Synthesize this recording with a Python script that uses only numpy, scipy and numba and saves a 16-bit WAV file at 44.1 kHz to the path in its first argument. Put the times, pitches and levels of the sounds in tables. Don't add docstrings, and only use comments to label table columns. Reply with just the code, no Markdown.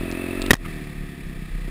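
import sys
import numpy as np
from scipy import signal
from scipy.fft import rfft, irfft
from scipy.io import wavfile
from numba import njit

SR = 44100
rng = np.random.default_rng(int(sys.argv[2]) if len(sys.argv) > 2 else 0)


def transcribe(signal):
    frames = np.atleast_2d(signal).T
    limited = np.clip(frames, -1, 1)
    pcm = np.round(limited * 32767).astype(np.int16)
    wavfile.write(sys.argv[1], SR, pcm)


N = 74970
TIME_S = np.arange(N) / SR
CAMERA_SR = 12000


def amp(db):
    return 10 ** (np.asarray(db) / 20)


def curve(rows):
    return np.interp(TIME_S, *np.array(rows).T)


def response(colour, size, rolloff):
    hz, db = np.array(colour).T
    freqs = np.maximum(np.fft.rfftfreq(size, 1 / SR), 1)
    return amp(np.interp(np.log(freqs), np.log(hz), db)) * np.minimum(freqs / hz[0], 1) ** rolloff


def noise(colour):
    in_band = np.fft.rfftfreq(N, 1 / SR) < CAMERA_SR / 2
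    y = irfft(rfft(rng.standard_normal(N)) * response(colour, N, rolloff=2) * in_band, N)
    return y / y.std()


def shaped(x, colour, size=8192):
    cepstrum = irfft(np.log(response(colour, size, rolloff=1)))
    fold = np.r_[1, np.full(size // 2 - 1, 2), 1, np.zeros(size // 2 - 1)]
    body = irfft(np.exp(rfft(cepstrum * fold)))
    return signal.fftconvolve(x, body)[:N]


def pulses(times, sizes):
    y = np.zeros(N)
    at = np.round(np.asarray(times) * SR).astype(int)
    inside = (at >= 0) & (at < N)
    y[at[inside]] = sizes[inside]
    return y


def ring(x, modes):
    t = TIME_S[:SR // 4]
    body = sum(amp(db - 60 * t / t60) * np.sin(2 * np.pi * hz * t) for hz, db, t60 in modes)
    return signal.fftconvolve(x, body)[:N]


def burst(start_s, decay_s):
    age = TIME_S - start_s
    return (age >= 0) * np.exp(-np.maximum(age, 0) / decay_s)


# freq_hz, level_db
WIND_SPECTRUM = [(12, -13), (25, -11.5), (36, 5.5), (45, -31), (60, -16), (120, -22.5), (250, -29.5),
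                 (450, -39), (900, -56)]
# time_s, level_db
WIND_GUSTS = [(0, -33), (.2, -34.5), (.26, -34), (.45, -35), (.65, -30), (.78, -36.5), (1.02, -31),
              (1.11, -40.5), (1.28, -30), (1.43, -33), (1.55, -29), (1.7, -35)]


def wind():
    return noise(WIND_SPECTRUM) * amp(curve(WIND_GUSTS))


# start_s, level_db, peak_hz
GRIT_HITS = [(.1143, -21, 4400), (.1235, -30, 4400), (.4185, -20, 4400), (.4245, -24, 4000),
             (.4632, -16, 3400)]


def grit(slope_db_per_octave=25):
    ticks = 0
    for start, db, hz in GRIT_HITS:
        colour = [(hz / 2, -slope_db_per_octave / 2), (hz, 0), (2 * hz, -slope_db_per_octave)]
        ticks += amp(db) * burst(start, decay_s=0.00099) * noise(colour)
    return ticks


# freq_hz, level_db
RATTLE_SPECTRUM = [(600, -35), (1000, -19), (1260, 2.5), (1650, -25), (2100, -3), (2800, -18.5),
                   (6000, -35)]


def rattle(centre_s=0.657, width_s=0.0068, level_db=-33):
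    swell = np.exp(-0.5 * ((TIME_S - centre_s) / width_s) ** 2)
    return amp(level_db) * swell * noise(RATTLE_SPECTRUM)


def whirr(colour, firings, repeat_share=0.3, size=1024):
    fresh = noise(colour)
    grain = noise(colour)[:size] * np.hanning(size) ** 0.5
    repeating = signal.fftconvolve(pulses(firings, np.ones(len(firings))), grain)[:N]
    return np.sqrt(repeat_share) * repeating / repeating.std() + np.sqrt(1 - repeat_share) * fresh


# freq_hz, level_db
PULL_SPECTRUM = [(260, 4), (450, 0.5), (535, -6.5), (665, 7), (765, -9.5), (1050, -6.5), (1320, 1),
                 (1430, -10), (1760, 0), (2010, -4), (2600, 2.5), (2930, -13.5), (3490, -7.5), (5160, -20),
                 (6000, -20.5), (7800, -63), (13200, -120)]
COAST_SPECTRUM = [(260, -2), (450, -1), (518, 2.5), (565, -51), (679, -6), (791, -6.5), (982, -11),
                  (1230, -2), (1430, -13), (1800, 4.5), (2100, -2.5), (2340, 0.5), (2970, -10.5),
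                  (3420, -7), (5330, -15.5), (6000, -18.5), (7800, -60), (13200, -120)]
# time_s, gain_db
PULL_GAIN = [(0, -39), (.14, -37.5), (.2, -37.5), (.27, -36.5), (.5, -35), (.57, -54.5), (.68, -48.5),
             (.85, -52), (1.7, -56.5)]
COAST_GAIN = [(0, -43), (.6, -52), (.68, -42), (1, -46), (1.4, -46.5), (1.7, -45)]
# pitch_hz, relative_db, t60_s
WHIRR_RESONANCES = [(1258, -2, 0.053), (1868, 0.5, 0.082), (2400, 0.5, .04), (2594, -4, 0.052)]


def drivetrain(cycles, firings, gear_order=59, gear_db=-8.5, resonance_db=-7, throb_db=2.5):
    wander = 0.12 * noise([(10, -14), (40, 9), (300, -49)])
    whine = amp(gear_db) * np.sin(2 * np.pi * gear_order * cycles + np.pi * wander)
    strikes = pulses(firings, rng.uniform(0.87, 1, len(firings)))
    ping = ring(strikes, [(2616, -3, 0.086)])
    resonance = ring(rng.standard_normal(N), WHIRR_RESONANCES)
    pulling = whirr(PULL_SPECTRUM, firings) + whine + ping
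    coasting = whirr(COAST_SPECTRUM, firings) + amp(resonance_db) * resonance / resonance.std()
    throb = amp(throb_db * np.cos(2 * np.pi * cycles))
    return throb * (pulling * amp(curve(PULL_GAIN)) + coasting * amp(curve(COAST_GAIN)))


# start_s, ring_db, crack_db, thud_db, contact_s
CASE_BLOWS = [(0.507, 10.5, -9, -1, 0.007), (0.5125, -6, 5, -1, 0.0013), (.5328, -11, -1.5, -38, .0015),
              (0.5373, -15, -7.5, -31, .005), (0.552, -20, -29.5, -47, 0.0053),
              (.565, -40, -36, -44, 0.0055)]
# pitch_hz, level_db, t60_s
CASE_RINGS = [(550, -19, 0.078), (1000, -13, 0.015), (1190, -20, 0.024), (1871, -2.5, 0.037),
              (2390, -13, 0.019), (3783, -16.5, 0.087)]
THUD_MODES = [(115, 7, .022), (270, 0, .012)]
# freq_hz, level_db
SCRAPE_SPECTRUM = [(150, 16), (500, -5), (1000, -0.5), (2400, -2), (4000, -9.5), (6000, -2)]


def knocks(damp_s=0.0018):
    blows = 0
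    scrape = noise(SCRAPE_SPECTRUM)
    for start, ring_db, crack_db, thud_db, contact_s in CASE_BLOWS:
        blow = pulses([start], np.ones(1))
        case = amp(ring_db) * ring(blow, CASE_RINGS)
        crack = amp(crack_db) * burst(start, decay_s=0.0095) * scrape
        thud = amp(thud_db) * ring(blow, THUD_MODES)
        damping = np.exp(-np.maximum(TIME_S - start - contact_s, 0) / damp_s)
        blows += damping * (case + crack) - thud
    return blows


# freq_hz, level_db
BARK_SPECTRUM = [(25, -7.5), (45, -15.5), (90, -4), (132, -6), (176, -19), (220, 0.5), (268, 1),
                 (310, -2.5), (355, 1), (400, -5), (450, -20), (550, -10.5), (620, -27.5), (680, -11.5),
                 (790, -27.5), (1500, -30.5), (4000, -81)]
PUFF_SPECTRUM = [(20, -14.5), (35, -3.5), (72, -7), (108, -16), (150, 1.5), (182, -3), (220, -8),
                 (260, -15.5), (400, -23.5), (600, -43), (2000, -61.5)]
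GULP_SPECTRUM = [(60, -29), (180, -24.5), (250, 2), (290, 0), (325, -3.5), (362, -1), (405, -8.5),
                 (460, -32), (515, -13), (570, -35), (700, -10), (820, -38), (2000, -49.5)]
# time_s, gain_db
BARK_GAIN = [(0, 0.5), (.25, -1.5), (.49, 2), (.56, -23), (.68, -11), (.9, -19), (1.4, -20.5), (1.64, -26),
             (1.68, -8)]
PUFF_GAIN = [(0, 2.5), (.55, -17), (.68, 3.5), (1.05, 1), (1.3, 3), (1.7, -1)]
GULP_GAIN = [(0, -1), (.55, -4.5), (.7, 5), (1.15, 2.5), (1.35, -5), (1.7, -7)]


def engine(cycles, firings, bark_db=21, puff_db=18.5, gulp_db=5, jitter_s=0.0001):
    timing, bark_scatter, puff_scatter, gulp_scatter = rng.standard_normal((len(firings), 4)).T
    bark_times = firings + jitter_s * timing
    puff_times = bark_times + 0.0016
    gulp_times = np.interp(np.arange(len(firings)) + 0.45, cycles, TIME_S)
    barks = pulses(bark_times, amp(bark_db + bark_scatter)) * amp(curve(BARK_GAIN))
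    puffs = pulses(puff_times, amp(puff_db + 3 * puff_scatter)) * amp(curve(PUFF_GAIN))
    gulps = pulses(gulp_times, amp(gulp_db + 3 * gulp_scatter)) * amp(curve(GULP_GAIN))
    return shaped(puffs, PUFF_SPECTRUM) + shaped(gulps, GULP_SPECTRUM) - shaped(barks, BARK_SPECTRUM)


# time_s, firing_rate_hz
FIRING_RATE = [(0.0, 43.72), (0.14, 42.12), (0.21, 45.61), (0.27, 43.69), (0.52, 48.43), (0.65, 40.75),
               (0.8, 36.85), (1.03, 36.14), (1.35, 32.07), (1.7, 30.04)]


def engine_timing(first_firing_s=0.0103):
    cycles = np.cumsum(curve(FIRING_RATE)) / SR
    cycles -= np.interp(first_firing_s, TIME_S, cycles)
    firings = np.interp(np.arange(int(cycles[-1]) + 1), cycles, TIME_S)
    return cycles, firings


def scene():
    cycles, firings = engine_timing()
    bike = engine(cycles, firings) + drivetrain(cycles, firings)
    mono = bike + wind() + knocks() + grit() + rattle()
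    return np.array([mono, mono])


@njit
def follow(x, attack_s, release_s):
    levels, level = np.empty(len(x)), 0.0
    for i in range(len(x)):
        lag_s = attack_s if abs(x[i]) > level else release_s
        level += (abs(x[i]) - level) / (SR * lag_s)
        levels[i] = level
    return levels


def record(dry, limit_db=-9.5, ceiling_db=-1.4, top_hz=15400):
    level = follow(dry[0], attack_s=0.0086, release_s=0.089)
    limited = dry / np.maximum(level / amp(limit_db), 1)
    coarse = signal.resample_poly(limited, CAMERA_SR, SR, axis=1)
    overloaded = amp(ceiling_db) * np.tanh(coarse / amp(ceiling_db))
    held = np.repeat(overloaded, 8, axis=1)
    mirrored = signal.resample_poly(held, SR, 8 * CAMERA_SR, axis=1)[:, :N]
    lowpass = signal.ellip(8, 0.2, 80, top_hz, fs=SR, output="sos")
    return signal.sosfilt(lowpass, mirrored)


dry = scene()
out = record(dry)
transcribe(out)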